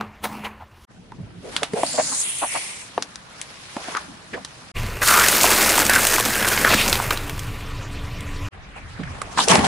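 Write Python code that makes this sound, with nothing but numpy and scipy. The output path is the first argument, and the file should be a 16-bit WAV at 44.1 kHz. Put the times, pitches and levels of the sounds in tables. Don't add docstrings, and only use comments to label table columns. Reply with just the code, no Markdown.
import sys
import numpy as np
from scipy import signal
from scipy.io import wavfile

SR = 44100
rng = np.random.default_rng(int(sys.argv[2]) if len(sys.argv) > 2 else 0)


def unload_wav(signal):
    wavfile.write(
        sys.argv[1],
        SR,
        np.round(np.clip(np.atleast_2d(signal).T, -1, 1) * 32767).astype(np.int16),
    )


N = 426429

# start in seconds, end in seconds, fade-in in seconds, top of the sound in Hz.
PLACE_SPANS = [(0, .852, .002, 15700), (.868, 4.718, .04, 11100), (4.738, 8.487, .028, 15700),
               (8.505, 9.67, .03, 11100)]
STEREO_WIDTH = [0, 1, 0, 1]


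def amp(db):
    return 10 ** (np.asarray(db) / 20)


def rms_one(x):
    return x / np.sqrt(np.mean(x ** 2) + 1e-20)


def at_hz(points, hz):
    points_hz, points_db = np.transpose(points)
    return np.interp(np.log(hz), np.log(points_hz), points_db)


def drift(rate_hz, size):
    step = 20
    r = np.exp(-2 * np.pi * rate_hz * step / SR)
    noise = rng.standard_normal(size // step + 2002)
    slow = signal.lfilter([1], [1, -2 * r, r * r], noise)[2000:]
    return np.interp(np.arange(size) / step, np.arange(len(slow)), rms_one(slow))


def resonate(x, hz, width_hz):
    r = np.exp(-np.pi * width_hz / SR)
    zeros = np.array([1, 0, -1]) * (1 - r * r) / 2
    return signal.lfilter(zeros, [1, -2 * r * np.cos(2 * np.pi * hz / SR), r * r], x)


def whistle(x, t, rows, width_hz):
    s, hz, db = np.transpose(rows)
    hz = np.interp(t, s, hz)
    r = np.exp(-np.pi * width_hz / SR)
    zeros = [(1 - r * r) / 2, 0, (r * r - 1) / 2]
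    out, state = np.zeros_like(x), np.zeros((len(x), 2))
    for i in range(0, len(hz), 256):
        block = slice(i, i + 256)
        poles = [1, -2 * r * np.cos(2 * np.pi * hz[i] / SR), r * r]
        out[:, block], state = signal.lfilter(zeros, poles, x[:, block], zi=state)
    return amp(np.interp(t, s, db, left=-60, right=-60)) * out


def coloured(sources, spectrum, low_hz, high_hz, patchy_db, patch_rate, wide):
    # frequency in Hz, level in dB.
    side_db = [(60, -9), (180, -8), (550, -3), (2500, 0)]
    edges = np.geomspace(low_hz, high_hz, int(3 * np.log2(high_hz / low_hz)) + 2)
    out = 0
    for k, (low, high) in enumerate(zip(edges, edges[1:])):
        source = sources[k % 2][:1 + wide]
        band = signal.sosfilt(signal.butter(2, [low, high], "band", fs=SR, output="sos"), source)
        hz = np.sqrt(low * high)
        band[1:] *= amp(at_hz(side_db, hz))
        patches_db = patchy_db * drift(patch_rate, band.shape[1])
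        out = out + band * amp(at_hz(spectrum, hz) + patches_db)
    return out / np.sqrt(np.mean(out[0] ** 2))


def bursts(t, rows, rise_db_per_s, fall_db_per_s):
    out = np.zeros(len(t))
    for s, db, hold in rows:
        near = slice(*np.searchsorted(t, [s - .2, s + hold + .4]))
        rise_db = rise_db_per_s * np.maximum(s - t[near], 0)
        fall_db = fall_db_per_s * np.maximum(t[near] - s - hold, 0)
        out[near] += amp(2 * (db - rise_db - fall_db))
    return out


def firing_orders(t):
    # multiple of the firing rate, rms level in dB around which it wobbles,
    # before the background level curve.
    orders = [(1, -36), (3, -42), (4, -41), (5, -42), (12, -46.5), (18.5, -57), (42, -54), (48.5, -56.5),
              (76.1, -57.5), (79.5, -60), (103.2, -57)]
    firing_hz, wobble_db, twelfth_from_s = 23.84, 2.5, 7.15
    turn = 2 * np.pi * firing_hz * np.cumsum(1 + 0.000573 * drift(0.89, len(t))) / SR
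    out = np.zeros(len(t))
    for multiple, level_db in orders:
        sounding = np.clip((t - twelfth_from_s) * 10, 0, 1) if multiple == 12 else 1
        level = np.sqrt(2) * amp(level_db + wobble_db * drift(6.9, len(t)))
        out += sounding * level * np.sin(multiple * turn + rng.uniform(0, 5.2))
    return out


def idle(place, t):
    # frequency in Hz, relative level in dB per Hz.
    spectra = [
        [(20, -16), (95, 0), (145, -19), (2110, -25.5), (8500, -48), (14000, -51), (15700, -51)],
        [(20, 3.5), (170, 17), (441, 1.5), (925, -5), (3200, -15.5), (11100, -43), (14400, -57)],
        [(20, 1), (107, 2), (239, -11), (283, -23), (354, -11), (863, -21), (1110, -12.5), (1550, -20.5),
         (2420, -17), (15700, -43.5)],
        [(20, 0), (131, -5), (205, -16), (1030, -29), (1110, -22.5), (1530, -19), (11100, -47), (14400, -87.5)],
    ]
    noise_db = [-55, -57, -34, -44]
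    # time in seconds, added level in dB.
    background_level = [(0, 9.5), (.8, 6), (1.25, 14.5), (1.55, 11), (2.8, 5), (3.3, 5.5), (4.7, 8),
                        (4.75, 7.5), (5.1, -5), (6.4, -4.5), (6.7, 1.5), (7.6, 0.5), (8.45, 1.5), (8.6, 1),
                        (9.1, 7.5), (9.6, -8)]
    white = rng.standard_normal((2, 2, len(t)))
    out = amp(noise_db[place]) * coloured(
        white, spectra[place], 19.81, 1.15 * PLACE_SPANS[place][3],
        patchy_db=2.84, patch_rate=16.0, wide=STEREO_WIDTH[place])
    if place == 2:
        out[0] += firing_orders(t)
    return out * amp(np.interp(t, *np.transpose(background_level)))


def fractures(per_s, spread_db, clump_db, size):
    give = (rng.random(size) < 90 / SR) * rng.exponential(1, size)
    surges = signal.lfilter([1], [1, -np.exp(-1 / (.0025 * SR))], give)
    clumps = amp(clump_db * (2.4 * np.minimum(surges, 2) + 0.6 * drift(60, size)))
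    born = rng.random((2, 1, size)) < per_s / SR
    sizes = amp(spread_db * np.minimum(rng.exponential(1, (2, 1, size)), 5))
    signs = rng.choice([-1, 1], (2, 2, size))
    fizz = 0.5 * rng.standard_normal((2, 2, size))
    return clumps * (born * sizes * signs + fizz)


def tyre_hum(hum_hz, waver_hz, hum_db, size):
    turn = 2 * np.pi * np.cumsum(hum_hz + waver_hz * drift(16.2, size)) / SR
    return amp(hum_db + waver_hz / 4 * drift(28.0, size)) * np.sin(turn)


def escaping_air(crackle, t):
    # time in seconds, pitch in Hz, strength in dB.
    air_bands = [
        [(1.74, 2600, -15), (1.82, 2700, -13), (1.87, 4530, 5), (2.06, 4560, 4.5), (2.2, 3800, -3),
         (2.27, 3260, 6), (2.44, 2980, -3), (2.5, 2200, 3.5), (2.8, 2170, -1.5), (2.92, 2300, -26)],
        [(1.8, 6950, 7), (1.95, 7100, 15), (2.22, 6840, 22), (2.32, 6540, -10), (2.55, 4750, 8),
         (2.85, 5300, 3.5)],
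        [(1.72, 8500, -2), (1.83, 9300, 11.5), (2.0, 9500, 7.5), (2.2, 9400, 21), (2.6, 9350, 13),
         (2.85, 8400, 6.5), (2.95, 7900, -33)],
    ]
    widths_hz = [800, 1000, 1400]
    out = amp(-4) * crackle
    for k, (rows, width_hz) in enumerate(zip(air_bands, widths_hz)):
        out = out + (-1) ** k * whistle(crackle, t, rows, width_hz)
    return out


def eggshell_hollow(crunch, t):
    # time in seconds, pitch in Hz, strength in dB.
    hollow = [(5.02, 1500, 13), (5.078, 1400, 16), (5.18, 1300, 16), (5.25, 1700, 13), (5.32, 1400, -8),
              (5.885, 1500, -8), (5.9, 1650, 16), (5.985, 1500, 13), (6.02, 1600, -8), (6.33, 1700, 6),
              (6.53, 1500, 4), (6.635, 1800, -6), (6.65, 1500, 17), (6.685, 1350, 14), (6.72, 1400, -12)]
    return crunch + whistle(crunch, t, hollow, 280)


def shards(size):
    per_s, cycles = 260, 14
    clicks = (rng.random(size) < per_s / SR) * amp(2.7 * np.minimum(rng.exponential(1, size), 4))
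    pitches_hz, dealt = np.geomspace(1100, 9500, 16), rng.integers(0, 16, size)
    out = 0
    for k, hz in enumerate(pitches_hz):
        chips = clicks * (dealt == k) + 1e-18
        out = out + resonate(chips, hz, 2.3 * hz / cycles) / np.sqrt(hz)
    return rms_one(out)


def tread_gains(place, t):
    # time in seconds, crunch in dB, crackle and escaping air in dB.
    load = [
        [(0, -35.5, -58), (.2, -58.5, -83), (.27, -42, -50), (.36, -37.5, -47.5), (.5, -42.5, -62),
         (.66, -57.5, -72), (.85, -63, -55)],
        [(.88, -47, -57), (1.02, -86, -59), (1.35, -69, -58), (1.56, -38.5, -35.5), (1.71, -50.5, -45.5),
         (1.79, -45, -34), (2.1, -40, -36), (2.35, -48, -38), (2.55, -43.5, -36), (2.93, -50.5, -44),
         (3.26, -49.5, -48), (3.4, -46.5, -42.5), (3.68, -49.5, -41.5), (3.92, -36.5, -34), (4.12, -49, -46.5),
         (4.71, -49.5, -45)],
        [(4.76, -37.5, -42), (5.005, -36, -42), (5.025, -24.5, -20.5), (5.065, -34.5, -17.5),
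         (5.09, -24.5, -17.5), (5.55, -18.5, -16.5), (5.9, -25, -24), (6.1, -27.5, -22.5), (6.42, -26, -24.5),
         (6.78, -24, -24), (7.0, -27, -28.5), (7.2, -34, -39), (7.45, -44.5, -44), (8.48, -51, -92)],
        [(8.52, -49.5, -98), (8.92, -56, -56.5), (9.05, -44, -59.5), (9.35, -40.5, -46), (9.47, -35, -36),
         (9.505, -14, -16.5), (9.57, -19.5, -30), (9.64, -24, -35), (9.647, -20, -25), (9.665, -18.5, -28)],
    ]
    thud_under_db = [-3.5, -16, -12.5, -9.5]
    # time in seconds, crunch in dB, crackle in dB, hold in seconds.
    caves = np.array([(0.242, -22, -24.5, 0.0049), (0.442, -30, -45.5, 0.026), (5.616, -28, -37, 0.012),
                      (5.705, -25.5, -29, 0.019), (5.79, -23.5, -25, 0.038), (5.937, -26, -22.5, 0.22),
                      (6.519, -23, -20.5, 0.012), (6.706, -18, -35, 0.034), (7.126, -25, -26.5, 0.012),
                      (8.765, -39, -53.5, 0.017), (9.382, -29, -23, 0.056)])
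    # time in seconds, level in dB, hold in seconds.
    jolts = [(0.001, -31.5, 0.0074), (0.237, -38.5, 0.19), (1.403, -48, 0.17), (1.704, -44, 0.41),
             (2.984, -41.5, 0.018), (4.089, -42, 0.022), (4.34, -39.5, 0.023), (5.852, -29, 0.031),
             (5.947, -30, 0.051), (6.26, -31.5, 0.031), (6.39, -31, 0.03), (6.57, -31.5, 0.077),
             (6.725, -26.5, 0.036), (6.864, -29.5, 0.032), (9.39, -31, 0.035), (9.526, -19.5, 0.016),
             (9.613, -24, 0.018), (9.66, -30, .01)]
    cave_rates, jolt_rates = (1494, 608), (488, 220)
    s, crunch_db, crackle_db = np.transpose(load[place])
    crunch_db, crackle_db = np.interp(t, s, crunch_db), np.interp(t, s, crackle_db)
    thud_power = amp(2 * (crunch_db + thud_under_db[place])) + bursts(t, jolts, *jolt_rates)
    crunch_power = amp(2 * crunch_db) + bursts(t, caves[:, [0, 1, 3]], *cave_rates)
    crackle_power = amp(2 * crackle_db) + bursts(t, caves[:, [0, 2, 3]], *cave_rates)
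    return np.sqrt(thud_power), np.sqrt(crunch_power), np.sqrt(crackle_power)


def crushing(place, t):
    # fractures per second, size spread in dB, clumping in dB, patches in dB,
    # patches per second, tyre hum in Hz, hum waver in Hz (a quarter of it is its level waver in dB), hum level in dB.
    grain = [(5000, 2.5, 1, 2.5, 6.5, 212, 1.0, 8.5), (8290, 0.5, 0.7, 1.44, 23, 100, 4.5, -19),
             (2020, 4.3, 1.3, 1, 15, 215, 6.15, 0), (2500, 3, .9, 2.5, 17, 180, 15, -3)]
    crackle_from_hz = [2800, 1900, 2800, 2800]
    # frequency in Hz, relative level in dB per Hz.
    rings = [(50, -10), (212, -2.5), (541, -10.5), (987, -3.5), (1550, -12), (2400, -12), (10400, -22),
             (12000, -8), (14300, -60), (15700, -15)]
    toy = [(50, -38), (255, -23), (334, -1.5), (428, 1), (673, 3), (1130, 4), (5510, -3), (8850, -10.5),
           (11100, 0), (14400, -70)]
    eggs = [(50, -9.5), (179, -8), (217, -6.5), (377, 0), (722, -1.5), (964, -2), (1450, -3.5), (2850, -3),
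            (8600, -2.5), (15700, -5)]
    mouse = [(50, -25), (217, -6.5), (285, -10), (448, 2.5), (549, -0.5), (883, 4.5), (1130, -2),
             (8270, -14.5), (11100, -16), (14400, -56)]
    per_s, spread_db, clump_db, patchy_db, patch_rate, hum_hz, waver_hz, hum_db = grain[place]
    spectrum = [rings, toy, eggs, mouse][place]
    breaks = fractures(per_s, spread_db, clump_db, len(t))
    edges = [50, 300, crackle_from_hz[place], 1.15 * PLACE_SPANS[place][3]]
    thud, crunch, crackle = [
        coloured(breaks, spectrum, low, high, patchy_db, patch_rate, STEREO_WIDTH[place])
        for low, high in zip(edges, edges[1:])]
    thud[0] += tyre_hum(hum_hz, waver_hz, hum_db, len(t))
    thud /= np.sqrt(1 + amp(2 * hum_db) / 2)
    if place == 1:
        crackle = escaping_air(crackle, t)
    if place == 2:
        crunch = eggshell_hollow(crunch, t)
        shard_db = -7
        crackle = (crackle + amp(shard_db) * shards(len(t))) / np.sqrt(1 + amp(2 * shard_db))
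    thud_gain, crunch_gain, crackle_gain = tread_gains(place, t)
    return thud_gain * thud + crunch_gain * crunch + crackle_gain * crackle


def hits(rows, kick, swell, bare, body, tail, wide):
    # time in seconds, left over right in dB.
    sideways = [(1.1, -2), (1.9, -1), (3.4, 4), (3.8, -1), (3.95, 2), (4.35, -1), (9.2, -6), (9.4, 1.5)]
    size = 4410
    out, t = np.zeros((2, N + size)), np.arange(size) / SR
    rattles = rng.standard_normal((len(rows), 2, size))
    for (s, peak_db, hz, sharpness, length), rattle in zip(rows, rattles):
        age = t / max(length, .001)
        crumbs = tail * np.exp(-age / 3.8)
        push = rattle * (age ** swell * np.exp(-4 * age ** (1 + swell)) + crumbs)
        push[0, 0] += kick
        ring = resonate(push, hz, hz / max(sharpness, .5))
        ring = resonate(ring, hz, 1.7 * hz)
        knock = resonate(push, hz / 2.1, hz / 4)
        overtone = resonate(ring, min(2.3 * hz, 15000), hz)
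        mid, side = ring + bare * push + body * knock - .5 * overtone
        pan_db = np.interp(s, *np.transpose(sideways))
        ears = amp(peak_db + np.array([[pan_db], [-pan_db]]) / 2)
        at = round(s * SR)
        out[:, at:at + size] += ears * (mid + wide * side * [[1], [-1]]) / np.abs(mid).max()
    return out[:, :N]


def thumps():
    # time in seconds, peak level in dB, pitch in Hz.
    thump_rows = [(1.179, -25.5, 147), (1.214, -29, 102), (8.986, -21.5, 190), (9.024, -25, 121),
                  (9.086, -24, 79), (9.572, -10.5, 178)]
    rows = [(s, db, hz, 4.0, .048) for s, db, hz in thump_rows]
    return hits(rows, kick=0, swell=0.76, bare=0, body=0.18, tail=0, wide=0.2)


def scrapes():
    # time in seconds (the noise starts 5 ms earlier),
    # peak level in dB, pitch in Hz, length in seconds.
    scrape_rows = [(0.253, -26, 880, 0.037), (0.447, -22.5, 2320, 0.033), (0.599, -29, 785, 0.065),
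                   (1.429, -28.5, 410, 0.14), (1.621, -18.5, 460, 0.034), (1.74, -20, 460, 0.011),
                   (1.753, -18, 514, 0.094), (1.935, -23, 563, 0.055), (1.981, -8, 606, 0.045),
                   (1.996, -23, 1600, 0.03), (2.12, -24.5, 900, 0.034), (2.419, -14.5, 725, 0.053),
                   (2.549, -17.5, 710, 0.045), (2.551, -25, 1800, 0.045), (3.962, -14.5, 1160, 0.036),
                   (4.333, -24, 407, 0.05), (4.335, -21.5, 1660, 0.036), (4.362, -23.5, 640, 0.051),
                   (6.682, -13.5, 3430, 0.13), (6.769, -12, 2400, 0.1), (6.788, -14.5, 3920, 0.11),
                   (9.037, -25.5, 1680, 0.013), (9.377, -7.5, 900, 0.06), (9.48, -10.5, 440, 0.0083),
                   (9.5, -11, 830, 0.026), (9.52, -7.5, 890, 0.015), (9.539, -8.5, 535, 0.03)]
    rows = [(s - .005, db, hz, 2.8, length) for s, db, hz, length in scrape_rows]
    return hits(rows, kick=0, swell=0.88, bare=0.0055, body=0.18, tail=0, wide=0.56)


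def pops():
    # time in seconds, peak level in dB, pitch in Hz,
    # sharpness of the ring (at least 0.5 used).
    pop_rows = [(0.0102, -13.5, 950, 1.9), (.254, -14, 590, 0.62), (0.467, -24, 880, 3.2),
                (1.12, -29, 930, 5.4), (1.632, -17, 660, 3.5), (1.735, -12, 420, 10), (1.833, -4, 613, 5.5),
                (2.436, -18, 786, 4.7), (2.979, -12.5, 327, 0.43), (2.978, -10, 660, 1.7),
                (3.766, -15, 630, 5.3), (3.884, -19.5, 660, 8.5), (3.95, -11, 1060, 2),
                (5.018, -8.5, 1340, 3.9), (5.079, -9, 1320, 2.9), (5.442, -2, 730, 2.2),
                (5.781, -4.5, 840, 1.7), (5.895, -3, 1550, 8.4), (6.183, -3, 780, 0.66),
                (6.189, -12, 900, 1.5), (6.447, -6.5, 1390, 1.2), (6.5757, -4.5, 1400, 0.87),
                (6.648, 1.5, 1340, 3.8), (6.736, -5, 1010, 0.79), (7.0, -7.5, 780, 2.1),
                (7.109, -5.5, 1180, 1.0), (9.217, -16, 1190, 2.8), (9.375, -9.5, 940, 2.5),
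                (9.39, -6.5, 654, 1.1), (9.555, -4, 784, 3.7)]
    rows = [(*row, .008) for row in pop_rows]
    return hits(rows, kick=1.64, swell=0.048, bare=0.0059, body=0.37, tail=0.068, wide=0.17)


def snaps():
    # time in seconds, peak level in dB, centre in Hz.
    crack_rows = [(1.5644, -1.5, 2560), (1.632, -1, 2310), (1.834, -20, 2000), (3.024, -5.5, 3620),
                  (3.1574, -14.5, 3840), (3.4146, -8.5, 7240), (3.97, -11.5, 4000), (4.4486, -10.5, 3430),
                  (5.075, 3, 7750), (5.085, 1, 5600), (5.197, 0, 6140), (5.222, -12, 6000),
                  (5.285, 2.5, 5450), (5.301, -14, 3000), (5.433, 4, 6460), (5.456, -1, 2500),
                  (5.6927, 0, 5270), (5.699, -0.5, 6000), (5.778, 0.5, 6260), (5.791, -0.5, 6090),
                  (5.852, -2.5, 7050), (5.806, -3, 5960), (5.865, 0, 6410), (5.897, 2, 8700),
                  (5.935, 0, 7000), (5.952, 0, 6000), (6.069, 1.5, 6160), (6.1427, -10, 7220),
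                  (6.2525, -2, 4730), (6.427, -2, 1800), (6.486, -0.5, 7800), (6.744, -1, 3880),
                  (6.8795, -2, 4500), (6.897, -4, 6100), (6.928, 2.5, 2750), (6.943, -9, 4500),
                  (6.955, -1.5, 2170), (7.107, -2, 2370), (7.174, -8.5, 2500), (7.296, -8.5, 1700),
                  (7.3932, -10, 6400), (8.2075, -19.5, 6100), (9.2175, -11.5, 6850), (9.484, 2, 5200),
                  (9.5548, 0.5, 3550), (9.592, -6, 2610), (9.645, -6.5, 2570)]
    rows = [(s, db, hz, .6, .0042 * amp(.5 * db)) for s, db, hz in crack_rows]
    return hits(rows, kick=2.5, swell=0.55, bare=0.36, body=0.99, tail=0.13, wide=0.5)


def scene():
    out = np.zeros((2, N))
    sharp = thumps() + scrapes() + pops() + snaps()
    for place, (start, end, fade, top_hz) in enumerate(PLACE_SPANS):
        here = slice(round(start * SR), min(round(end * SR), N))
        t = np.arange(N)[here] / SR
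        mid_side = crushing(place, t) + idle(place, t)
        both = mid_side[0] + STEREO_WIDTH[place] * mid_side[-1] * [[1], [-1]]
        both += sharp[:, here] if STEREO_WIDTH[place] else sharp[:, here].mean(axis=0)
        top_cut = signal.ellip(10, .5, 60, top_hz, fs=SR, output="sos")
        fade_in = np.clip((t - start) / fade, 0, 1) ** 2
        cut_off = np.clip((end - t) / 0.0012, 0, 1)
        out[:, here] = signal.sosfilt(top_cut, both) * fade_in * cut_off
    return out


def record(dry):
    rounded = dry / (1 + np.abs(dry) ** 4) ** .25
    cutoff_hz = 16600
    return signal.sosfilt(signal.cheby2(12, 70, cutoff_hz, fs=SR, output="sos"), rounded)


dry = scene()
out = record(dry)
unload_wav(out)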